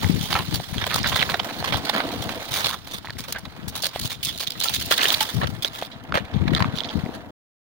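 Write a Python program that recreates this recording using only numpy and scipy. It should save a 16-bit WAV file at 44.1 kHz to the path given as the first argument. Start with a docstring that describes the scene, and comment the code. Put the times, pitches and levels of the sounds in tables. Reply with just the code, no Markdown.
"""A dead branch on a gritty road, close to a hand-held camera with two microphone ports of unlike colour.
From the start twig tips scrape, skip and tick (banded noise, short tones), over gusts of low noise at the left port
and faint distant air. Wood snaps (bursts of tiny cracks), knocks and rings (fading sines); the thick end hums in
its low modes. The drag quietens near 3 s; from 4.45 s the branch is trodden on, loudest near 5 s; gusts and
single thumps of air return after 5.3 s. The sound stops short at 7.3 s, before the end."""
import sys
import numpy as np
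from scipy import signal
from scipy.io import wavfile
from scipy.ndimage import uniform_filter1d

SR = 44100
rng = np.random.default_rng(int(sys.argv[2]) if len(sys.argv) > 2 else 0)


def dump(signal):
    """Clip the signal to [-1, 1] and save it as 16-bit WAV at the path in sys.argv[1]."""
    limited = np.clip(np.atleast_2d(signal).T, -1, 1)
    pcm = np.round(limited * 32767).astype(np.int16)
    wavfile.write(sys.argv[1], SR, pcm)


N = 337663

# drag of the twigs over the road, ahead of the port colours: t/s, twig level/dB, wood level/dB, grit level/dB
DRAG_CURVE = [(0, -42, -46.5, -40), (.4, -41, -42, -42), (.7, -47.5, -50, -45.5), (1.01, -32, -37, -42.5),
              (1.17, -35.5, -37, -38), (1.35, -45.5, -40, -44.5), (2, -40.5, -38.5, -47),
              (2.54, -43, -41.5, -44), (2.76, -50, -54, -54.5), (3.2, -52, -63, -60),
              (3.6, -56, -49, -59.5), (3.9, -46.5, -51, -55), (4.2, -51.5, -56, -56.5),
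              (4.45, -46.5, -54.5, -53.5), (4.85, -38, -51.5, -42), (5.1, -30, -33, -33.5),
              (5.35, -41.5, -44, -43.5), (5.57, -54, -48.5, -55.5), (6.05, -59.5, -50, -67),
              (6.62, -49.5, -39, -60.5), (7.04, -48, -45.5, -56.5), (7.3, -65.5, -53.5, -67.5)]
# what each microphone port makes of a flat sound: f/Hz, left level/dB, right level/dB
PORT_COLOURS = [(200, -4, -4), (500, -6, -4), (850, -4, -2), (1400, -7, -3), (2000, -8, -2),
                (2600, -11, -4), (3500, -12, 2), (4200, -13, 0), (5000, -13, -6), (6600, -13, -16),
                (7200, -15, -24), (7800, -20, -29), (9000, -15, -19), (11500, -18, -21), (13700, -21, -27),
                (14300, -14, -18), (14800, -10, -13), (15700, -12, -15), (17000, -12, -15)]
# bands of wood, twigs and grit, one row each: low f/Hz, high f/Hz
MATERIAL_BANDS = [(400, 2450), (2450, 5400), (5400, 18000)]
# left-right likeness of the noise of wood, twigs and grit [0 to 1]
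LIKENESS = [.8, .4, .25]


def gain_of(db):
    """Amplitude factor of a level in dB."""
    return 10 ** (np.asarray(db) / 20)


def evened(x):
    """Scale to unit rms over all channels."""
    return x / np.sqrt(np.mean(x ** 2) + 1e-20)


def read(points, hz):
    """Columns of a spectrum table on a log-frequency axis."""
    f, *columns = np.transpose(points)
    return np.array([np.interp(np.log(hz + 1), np.log(f + 1), c) for c in columns])


def follow(rows):
    """Columns of a curve table at every sample."""
    s, *columns = np.transpose(rows)
    return [np.interp(np.arange(N) / SR, s, c) for c in columns]


def sides(pan_db):
    """Left and right gains for a level difference; positive leans left."""
    return gain_of(np.array([pan_db / 2, -pan_db / 2]))


def causal(db, size=4096):
    """Minimum-phase taps of a gain curve given on the half circle."""
    log_gain = np.log(gain_of(np.maximum(db, -100)))
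    circle = np.concatenate([log_gain, log_gain[..., -2:0:-1]], -1)
    spectrum = np.exp(np.conj(signal.hilbert(circle)))
    return np.fft.ifft(spectrum).real[..., :size // 2]


def paired(a, b, alike):
    """Two channels that share a part of their noise."""
    alike = np.clip(alike, 0, 1)
    return np.array([a, alike * a + np.sqrt(1 - alike ** 2) * b])


def add(mix, s, sound):
    """Lay a sound into the mix at s seconds, cut at the end."""
    part = mix[..., round(s * SR):][..., :sound.shape[-1]]
    part += sound[..., :part.shape[-1]]


def resonate(x, hz, width):
    """One damped mode driven by x, with unit gain for noise."""
    r = np.exp(-np.pi * width / SR)
    feedback = [1, -2 * r * np.cos(2 * np.pi * hz / SR), r * r]
    return signal.lfilter([1, 0, -1], feedback, x) * np.sqrt((1 - r * r) / 2)


def grains(per_s, spread_db, decay_s):
    """Loudness contours of random tiny slips, each stronger in some bands (wood, twigs, grit) than in others."""
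    size = gain_of(spread_db * np.minimum(rng.exponential(1, N), 3.5)) * (rng.random(N) < per_s / SR)
    size = size * gain_of(2.5 * rng.standard_normal((3, N)))
    t = np.arange(1500) / SR
    slip = np.exp(-t / decay_s) * (1 - np.exp(-t / 0.00062))
    slips = signal.oaconvolve(size, slip[None], axes=1)[:, :N]
    return slips / np.sqrt(np.mean(slips ** 2))


def place_db():
    """Left-right place of the branch, drifting slowly to the left."""
    start_db, drift_db_per_s = -0.84, 0.57
    return start_db + drift_db_per_s * np.arange(N) / SR


def ports(drive):
    """Wood, twig and grit drives each pass their own band of the two port colours, evened to a common gain."""
    hz, out = np.fft.rfftfreq(4096, 1 / SR) + 1, 0
    for part, (low_hz, high_hz) in zip(drive, MATERIAL_BANDS):
        skirt_db = -10 * np.log10((1 + (low_hz / hz) ** 6) * (1 + (hz / high_hz) ** 6))
        taps = causal(read(PORT_COLOURS, hz) + skirt_db)
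        out = out + signal.oaconvolve(part, 2 * taps / np.linalg.norm(taps), axes=1)[:, :N]
    return out


def scrape(rub=0.81):
    """Twig tips rub steadily and skip from stone to stone: noise under a steady and a grainy contour."""
    twig_db, wood_db, grit_db = follow(DRAG_CURVE)
    skips = grains(350, 4.5, .004)
    touch = evened(rub + skips) * gain_of([wood_db, twig_db, grit_db])
    noise, place = rng.standard_normal((3, 2, N)), sides(place_db())
    out = np.array([level * place * paired(*n, c) for level, n, c in zip(touch, noise, LIKENESS)])
    out[:, 0] = np.roll(out[:, 0], 6, axis=1)  # samples; the tips lie nearer the right port
    return out


def ticks(count=30, spread_db=3.0):
    """Many small twigs, each with its own damped note, tick on the stones while the branch drags."""
    ticks_per_s, tick_db = 200, -4.5
    fade_cycles, lowest_hz, highest_hz = 2.5, 437, 6340
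    twig_db, wood_db, _ = follow(DRAG_CURVE)
    out, t = np.zeros((2, N)), np.arange(2000) / SR
    size = gain_of(spread_db * np.minimum(rng.exponential(1, N), 3.5)) * (rng.random(N) < ticks_per_s / SR)
    which = rng.integers(0, count, N)
    for k, hz in enumerate(np.geomspace(lowest_hz, highest_hz, count)):
        ring = np.sin(2 * np.pi * hz * t) * np.exp(-t * hz / fade_cycles)
        left_db, right_db = read(PORT_COLOURS, hz)
        drag_db = wood_db if hz < MATERIAL_BANDS[0][1] else twig_db
        level = gain_of(max(left_db, right_db) + drag_db)
        train = signal.oaconvolve(size * (which == k), ring / np.linalg.norm(ring))[:N]
        out += sides(left_db - right_db)[:, None] * level * train
    return gain_of(tick_db) * out / np.sqrt(np.mean(size ** 2))


def thick_end(bumps_per_s=120):
    """The heavy end bumps over stones and hums in its low modes."""
    # how hard the thick end drags: t/s, rms level/dB
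    drag_levels = [(0, -81), (1.1, -52), (1.6, -35), (2.3, -34), (2.7, -51.5), (4.3, -51.5), (5, -43.5),
                   (5.6, -47.5), (6.2, -42), (7, -36), (7.31, -43.5)]
    # modes of the thick end: f/Hz, width/Hz, relative level/dB
    modes = [(242, 120, 15), (483.6, 76, 8), (620, 144, 12.5), (938, 39, -3)]
    t = np.arange(1500) / SR
    hits = rng.exponential(1, N) * (rng.random(N) < bumps_per_s / SR)
    bumps = signal.oaconvolve(hits, np.exp(-t / 0.0084))[:N]
    drive = paired(*rng.standard_normal((2, N)), 0.77) * (0.55 + evened(bumps))
    hum = sum(gain_of(db) * resonate(resonate(drive, hz, 2 * width), hz, width) for hz, width, db in modes)
    return gain_of(follow(drag_levels)[0]) * evened(hum)


def gusts():
    """Contour of the wind: each gust rises fast, holds and dies away over a light breeze, summed in power."""
    # gusts at the ports: t/s when fully risen, hold/s, relative level/dB
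    gust_rows = [(0, 0.15, -28.5), (0.284, 0.25, -30.5), (0.778, 0.54, -32), (1.59, 0.17, -35),
                 (2.082, 0.18, -35), (2.532, 0.13, -38.5), (2.928, 0.012, -41.5), (3.105, 0.28, -40),
                 (3.6, 0.18, -41), (4.012, 0.0062, -33), (4.26, 0.035, -37.5), (4.75, 0.11, -40.5),
                 (5.36, 0.091, -27.5), (6.109, 0.04, -28.5), (6.354, 0.18, -27), (6.614, 0.036, -24.5),
                 (6.961, 0.022, -30)]
    rise_s, fall_db_per_s, breeze_db = 0.036, 130.5, -48  # breeze on the same relative scale
    t, power = np.arange(N) / SR, gain_of(breeze_db) ** 2
    for s, hold, db in gust_rows:
        rise = np.clip((t - s) / rise_s + 1, 0, 1)
        fall_db = fall_db_per_s * np.maximum(t - s - hold, 0)
        power = power + (rise * gain_of(db - fall_db)) ** 2
    return np.sqrt(power)


def wind(lumps_db=6.5, lump_s=.012, shelter_db=-14):
    """Eddies buffet each port on their own: low noise in short lumps; the right port is sheltered."""
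    # colour of the wind rumble: f/Hz, relative level/dB
    rumble_colour = [(25, -44), (45, -23.5), (65, -1.5), (110, 1.5), (190, -3), (300, -10.5), (450, -19),
                     (800, -37), (2000, -62.5)]
    noise, lumps = rng.standard_normal((2, 2, N))
    width = int(lump_s * SR)
    lumps = evened(uniform_filter1d(uniform_filter1d(lumps, width), width))
    lumpy = noise * gain_of(lumps_db * np.tanh(lumps / 2) * 2)
    taps = causal(read(rumble_colour, np.fft.rfftfreq(4096, 1 / SR)))
    rumble = evened(signal.oaconvolve(lumpy, taps, axes=1)[:, :N])
    return 2 * gusts() * rumble * gain_of([[0], [shelter_db]])


def air():
    """Smooth distant hiss of the open country: steady coloured noise, almost unlike at the two ports."""
    # colour of the distant air: f/Hz, relative density level/dB per Hz
    hiss_colour = [(100, -61), (400, -76), (1500, -69), (5000, -114.5), (16000, -142)]
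    a, b = rng.standard_normal((2, N))
    taps = causal(read(hiss_colour, np.fft.rfftfreq(4096, 1 / SR))) * np.sqrt(SR / 2)
    return signal.oaconvolve(paired(a, b, 0.058), taps, axes=1)[:, :N]


def snaps(tail_db_per_s=4000, steady=.5):
    """Fibres splinter in a run of tiny cracks; the thicker wood rings briefly; sound reaches one port first."""
    # snaps, knocks and scuffs: t/s, length/s, twig level/dB, wood and grit level/dB relative to the twigs
    events = [(0.014, 0.039, -40.5, 10, 3), (0.201, 0.073, -34, -15, 1), (0.302, 0.034, -31, 4, 1.5),
              (0.322, 0.022, -23, -19.5, -7.5), (0.348, 0.029, -33.5, 10, 2),
              (0.387, 0.022, -30.5, 1, -2.5), (0.517, 0.0083, -34.5, -1, -4),
              (0.541, 0.017, -27.5, -6, 4.5), (0.732, 0.02, -42, 6.5, 5.5), (0.777, 0.031, -34, 0, -12),
              (0.806, 0.031, -35, 6.5, -7), (0.836, 0.007, -26.5, 1, -20), (0.865, 0.0083, -26, 0.5, 1.5),
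              (0.903, 0.045, -31.5, 5, -3), (0.937, 0.017, -27.5, -11, 7), (0.955, 0.01, -31, 0, 12),
              (0.975, 0.016, -29, -1, 1), (1.041, 0.026, -29, 6, -26), (1.071, 0.025, -29, -7, 4.5),
              (1.117, 0.021, -39.5, 13.5, -15), (1.155, 0.024, -26.5, 1.5, 2.5),
              (1.188, 0.029, -26.5, 0.5, -7), (1.223, 0.0086, -22, 5.5, -7), (1.295, 0.021, -27, 0, -2.5),
              (1.338, 0.014, -27.5, 5.5, -9), (1.394, 0.0062, -22.5, -2, -40.5),
              (1.445, 0.0081, -40.5, 13.5, 10.5), (1.487, 0.018, -39, 7.5, -13),
              (1.582, 0.023, -37, -14, 1), (1.641, 0.016, -27, -0.5, -3.5), (1.669, 0.035, -33.5, 2, -3),
              (1.721, 0.034, -25.5, -1.5, -9), (1.77, 0.0072, -38, 7, 9.5), (1.85, .008, -27.5, -11, -2),
              (1.891, 0.012, -22.5, -1, -2.5), (1.936, 0.0077, -29.5, 7, -0.5), (1.945, 0.058, -34, 10, -1),
              (2.003, 0.002, -22.5, 7, -15), (2.112, 0.031, -40.5, 3, 4), (2.22, 0.015, -34.5, -6, 5.5),
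              (2.29, 0.0078, -30, 4.5, -3), (2.509, 0.023, -36.5, 1, 7.5), (2.526, 0.079, -29, -1.5, 4.5),
              (2.595, 0.042, -33, 2.5, 3.5), (2.643, 0.033, -21.5, -5.5, -4.5),
              (2.689, 0.018, -29, -5.5, 1.5), (2.718, 0.026, -36.5, 3.5, 4), (2.868, 0.02, -43.5, 2, 5.5),
              (2.909, 0.075, -37.5, -3.5, 3), (3.049, 0.014, -41, 0, -3), (3.103, .001, -27, 1, -10),
              (3.181, 0.024, -39, 1.5, 9.5), (3.237, 0.02, -45.5, 5, 7.5), (3.279, 0.032, -39, 2, 2),
              (3.3238, 0.0018, -23.5, -2, 10), (3.345, 0.029, -45, 12.5, -6), (3.384, 0.01, -53.5, 6, 18),
              (3.452, 0.0044, -34.5, 0, -6), (3.678, 0.015, -39, -2.5, 11.5),
              (3.752, 0.035, -31.5, -6.5, 3), (3.821, 0.0069, -34.5, -26, 13.5),
              (3.832, 0.033, -22, -9, -3.5), (3.864, 0.012, -44, 0, 21), (3.931, 0.041, -39.5, -1, 0),
              (3.993, 0.0055, -38, 3, 16.5), (4.01, 0.03, -34.5, -16, 4.5), (4.043, 0.025, -31.5, -7, 4),
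              (4.098, 0.032, -31, -6, 0.5), (4.229, 0.013, -26.5, -38, 2.5),
              (4.248, 0.0042, -27.5, -34, 14), (4.255, 0.039, -27.5, -16, -1), (4.323, 0.034, -42, -24, 4),
              (4.376, .002, -25, -25, 0), (4.385, 0.0027, -29, -28, -1), (4.396, 0.0028, -25, -29, 2),
              (4.402, 0.027, -28.5, -6, 2.5), (4.471, 0.0054, -22.5, -15, -1.5),
              (4.504, 0.0026, -23, -27, 0.5), (4.519, 0.0037, -25, -26, -6),
              (4.552, 0.0097, -48.5, 14, -10), (4.596, 0.0072, -28, -29, 7.5),
              (4.61, 0.012, -22, -10.5, -4), (4.636, 0.0072, -25, -2.5, 9.5),
              (4.643, 0.051, -30.5, -3.5, 5), (4.676, 0.0061, -28.5, -23, -10.5),
              (4.73, 0.029, -26.5, -15.5, 4.5), (4.759, 0.0058, -21, -17, -13),
              (4.797, 0.0063, -31, -22, 6), (4.81, 0.012, -30.5, -4, 5.5), (4.854, 0.0074, -35, -15.5, 9.5),
              (4.908, 0.026, -18, -1, 0), (4.977, 0.0019, -16.5, -5, 3.5), (4.982, 0.017, -28.5, 5, -22),
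              (5.003, 0.017, -20.5, -2, -11), (5.026, 0.017, -21.5, -0.5, 2), (5.045, 0.025, -25.5, 1, -6),
              (5.081, 0.0034, -21.5, -10, 6), (5.102, 0.0022, -18, -5, -3),
              (5.121, 0.0092, -25, -14.5, 6.5), (5.14, 0.0063, -17, -28, -4),
              (5.205, 0.014, -18.5, -8.5, -0.5), (5.224, 0.013, -29.5, -1, 9.5), (5.284, 0.02, -31, -2, 0),
              (5.343, 0.0035, -37, -17, 9), (5.411, 0.029, -34.5, 12, -11),
              (5.471, 0.0023, -21.5, -3.5, -9), (5.622, 0.01, -28.5, -10.5, 3),
              (5.645, 0.0023, -18.5, -1.5, -5), (5.65, 0.027, -33.5, -4, -1),
              (5.717, 0.19, -38.5, -4.5, -1.5), (5.792, 0.069, -39, -2.5, -2.5),
              (5.913, 0.028, -41, -19, -28), (6.036, 0.0034, -46.5, -11, 3.5), (6.14, 0.034, -31, 11, -4.5),
              (6.163, 0.021, -37, 3, -11), (6.25, 0.0034, -36.5, -3, -13), (6.331, 0.054, -43, -0.5, -26.5),
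              (6.476, 0.0039, -28, 8, -15.5), (6.532, 0.0083, -34, 8.5, -5),
              (6.549, 0.0011, -16.5, -9, -11.5), (6.561, 0.016, -28, 1.5, -15), (6.593, 0.0046, -31, 4, -7),
              (6.601, 0.0099, -34, 11.5, -3), (6.622, 0.0024, -17, 5, -29),
              (6.747, 0.076, -37.5, -29.5, -6), (6.841, 0.012, -30.5, -19, -29),
              (6.896, 0.01, -34, -22, -27.5), (7.132, 0.04, -46.5, 5.5, -0.5)]
    # notes of the branch, a blow wakes one of them: f/Hz
    wood_notes = [560, 680, 866, 1063, 1300, 1620, 1800, 2300, 2350]
    tail_share = 0.91  # a scuff dies away over about this share of its length
    tread_s, drag_lag_s, tread_lag_s = 4.45, -.00025, .0004  # right port: dragging early, treading late
    out, t = np.zeros((3, 2, N)), np.arange(3500) / SR
    splinters = np.pad(steady + grains(600, 5.5, 0.0015), ((0, 0), (0, len(t))))
    fibres, chance = rng.standard_normal((len(events), 3, 2, len(t))), rng.random((len(events), 4))
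    where_db = place_db()
    for (s, length, db, wood_db, grit_db), noise, (lag, pan, note, mode) in zip(events, fibres, chance):
        start = round(s * SR)
        rise = 1 - np.exp(-t / (0.0006 + 0.15 * length))  # long scuffs swell, short snaps start fast
        body_db = 4.0 - 11.24 * np.minimum(t / length, 1) ** 0.51
        tail_db = np.maximum(t - length, 0) / (1 / tail_db_per_s + tail_share * length / 20)
        fade = rise * gain_of(body_db - tail_db)
        run = splinters[:, start:][:, :len(t)]
        wood, twig, grit = [fade * f * paired(*n, c) for f, n, c in zip(run, noise, LIKENESS)]
        # wood is well damped
        wood_ring = 0.17 * resonate(wood, wood_notes[int(mode * len(wood_notes))], 140)
        wood = wood + wood_ring + 0.11 * resonate(wood, 1500, 1400)
        twig = twig + 0.26 * resonate(twig, 2800 + 1800 * note, 410)  # a chance note for each twig
        crack = np.array([wood, twig, grit])
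        energy = np.linalg.norm(fade) / np.linalg.norm(crack, axis=(1, 2))  # the blow sets the energy
        level = energy * gain_of([db + wood_db, db, db + grit_db])
        place = sides(where_db[start] + 2.0 * (pan - .5))[:, None]
        sound = level[:, None, None] * place * crack * np.sqrt(2)
        add(out[:, 0], s, sound[:, 0])
        right_lag_s = lag * 0.00032 + (drag_lag_s if s < tread_s else tread_lag_s)
        add(out[:, 1], s + right_lag_s, sound[:, 1])
    return out


def thumps():
    """Single eddies: a push of air of about two cycles on the left membrane."""
    # eddies at the left port: onset t/s, level/dB (doubled in amplitude below), f/Hz
    eddies = [(0.041, -18, 140), (.053, -18.5, 142), (.203, -19.5, 169), (0.23, -21.5, 158),
              (0.535, -19.5, 140), (0.72, -20, 139), (0.093, -9, 227), (0.136, -15.5, 177),
              (1.738, -23.5, 102), (3.588, -29.5, 220), (4.01, -29.5, 98), (5.357, -19, 139),
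              (5.383, -22, 150), (5.451, -23, 110), (5.486, -21, 187), (6.356, -16, 156), (6.415, -13, 148),
              (6.451, -16.5, 234), (6.469, -14, 150), (6.49, -17, 203), (6.515, -11.5, 250),
              (6.533, -16, 170), (6.613, -14, 144), (6.651, -17.5, 200), (6.734, -22, 202),
              (6.95, -12.5, 184), (7.031, -17, 164), (7.057, -24.5, 198), (7.088, -20.5, 286)]
    out, t = np.zeros((2, N)), np.arange(2000) / SR
    for s, db, hz in eddies:
        turns = hz * t - 1.4  # the push peaks 1.4 cycles after its onset
        add(out[0], s, 2 * gain_of(db) * np.cos(2 * np.pi * turns) * np.exp(-(turns / 0.58) ** 2))
    return out


def struck_wood(blows, ring_s):
    """A hard blow cracks, then rings the wood; each port hears the note at its own strength."""
    crack_db, crack_s = -5.0, .0005  # the dry crack that starts a blow
    fade_cycles, rise_s = 0.17, 0.0002  # the fading time to a third is these cycles plus ring_s
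    out, t = np.zeros((2, N)), np.arange(3000) / SR
    cracks = rng.standard_normal((len(blows), len(t))) * t * np.exp(-t / crack_s)
    for (s, db, hz), phase, crack in zip(blows, rng.random(len(blows)), cracks):
        ring = np.sin(2 * np.pi * (hz * t + phase))
        fade = (1 - np.exp(-t / rise_s)) ** 2 * np.exp(-t / (fade_cycles / hz + ring_s))
        left_db, right_db = read(PORT_COLOURS, hz)
        # thick wood cracks duller
        band = signal.butter(3, [.4 * hz, hz + 2000], "bandpass", fs=SR)
        crack = signal.lfilter(*band, crack)
        blow = ring * fade / fade.max() + gain_of(crack_db) * crack / abs(crack).max()
        add(out, s, gain_of(db) * sides(left_db - right_db)[:, None] * blow)
    return out


def knocks():
    """Clean short knocks, low on thick wood and high on thin twigs."""
    # knocks: t/s, level/dB of the note ahead of the port balance, f/Hz
    knock_rows = [(0.044, -15, 2030), (0.353, -10, 1270), (0.6, -19, 720), (0.782, -18, 3300),
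                  (.868, -26, 3670), (0.944, -21, 3700), (1.031, -17.5, 5150), (1.053, -17, 1900),
                  (1.077, -20, 3800), (1.145, -20.5, 3470), (1.1995, -16, 3000), (1.217, -14.5, 2570),
                  (1.228, -9, 2050), (1.292, -13.5, 1610), (1.341, -14, 2130), (1.3985, -14.5, 3180),
                  (1.626, -17.5, 765), (1.729, -17, 2360), (1.744, -12, 830), (1.95, -17, 1130),
                  (2.002, -15.5, 750), (2.108, -21, 750), (2.226, -23.5, 705), (2.293, -19, 1140),
                  (2.337, -23, 653), (2.421, -22, 710), (3.046, -24.5, 880), (3.072, -25.5, 1950),
                  (3.086, -28, 1000), (3.097, -24.5, 1800), (3.1041, -28, 1800), (3.105, -27.5, 4360),
                  (3.169, -35, 2030), (3.326, -30, 6540), (3.361, -38, 1620), (3.96, -15.5, 720),
                  (4.469, -24, 3870), (4.6405, -15.5, 4280), (4.685, -12.5, 4000), (4.738, -19.5, 3900),
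                  (4.912, -13, 620), (4.9158, -10.5, 2800), (4.978, -18, 3600), (4.9925, -19, 2970),
                  (5.009, -14, 2800), (5.017, -11.5, 2530), (5.0313, -11, 3080), (5.055, -11, 3080),
                  (5.0625, -16, 3260), (5.084, -18.5, 3440), (5.104, -9, 3360), (5.141, -12.5, 3560),
                  (5.208, -14.5, 3160), (5.236, -23, 3720), (5.647, -11, 3420), (5.824, -12, 683),
                  (6.123, -10.5, 1400), (6.142, -20, 1500), (6.1553, -15, 1630), (6.1606, -23, 2070),
                  (6.1732, -13, 1950), (6.1823, -17, 1720), (6.479, -27, 1300), (6.549, -10.5, 3750),
                  (6.576, -30, 2170), (6.6046, -9, 990), (6.623, -17, 980), (6.6446, -12.5, 1160),
                  (6.756, -28, 3540), (6.775, -25, 3300), (6.786, -16.5, 3640), (6.7975, -29, 3400),
                  (6.805, -16.5, 3360), (6.821, -37, 3420), (6.8355, -24, 3480), (6.849, -30, 3400),
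                  (6.888, -29, 3270), (6.892, -25, 3480), (6.928, -36.5, 3360), (7.061, -27.5, 2040)]
    return struck_wood(knock_rows, ring_s=0.0011)


def limb_rings():
    """Blows after which a stout limb rings on, fading more slowly than a knock."""
    # ringing blows: t/s, level/dB of the note ahead of the port balance, f/Hz
    ring_rows = [(0.356, -18.5, 1325), (4.655, -26.5, 1350), (5.209, -17.5, 871)]
    return struck_wood(ring_rows, ring_s=0.012)


def shifting(x, shift_db=2.0):
    """The colour shifts as twigs turn: patches some hundred hertz wide swell and fade within tens of ms."""
    z = signal.stft(x, nperseg=256)[2]
    patches = uniform_filter1d(rng.standard_normal(z.shape[1:]), size=3, axis=0)
    patches = uniform_filter1d(patches, size=9, axis=1)
    mean_power_db = shift_db ** 2 * np.log(10) / 20  # taken off to keep the mean power
    change = gain_of(shift_db * evened(patches) - mean_power_db)
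    return signal.istft(z * change, nperseg=256)[1][:, :N]


def scene():
    """Sum the branch, the wind and the distant air at the two ports."""
    branch = shifting(ports(scrape() + snaps())) + ticks() + thick_end()
    blows = knocks() + limb_rings()
    return branch + blows + wind() + thumps() + gain_of(-14.5) * air()


def record(dry):
    """The loudest cracks overload softly; the sound stops abruptly; then the band limit."""
    edge_hz, stop_s = 15880, 7.308
    overloaded = np.tanh(dry / 1.2) * 1.2
    heard = overloaded * np.clip((stop_s - np.arange(N) / SR) / .002, 0, 1)
    low_pass = signal.firwin(767, edge_hz, window=("kaiser", 10), fs=SR)
    return signal.oaconvolve(heard, low_pass[None], "same")


dry = scene()
out = record(dry)
dump(out)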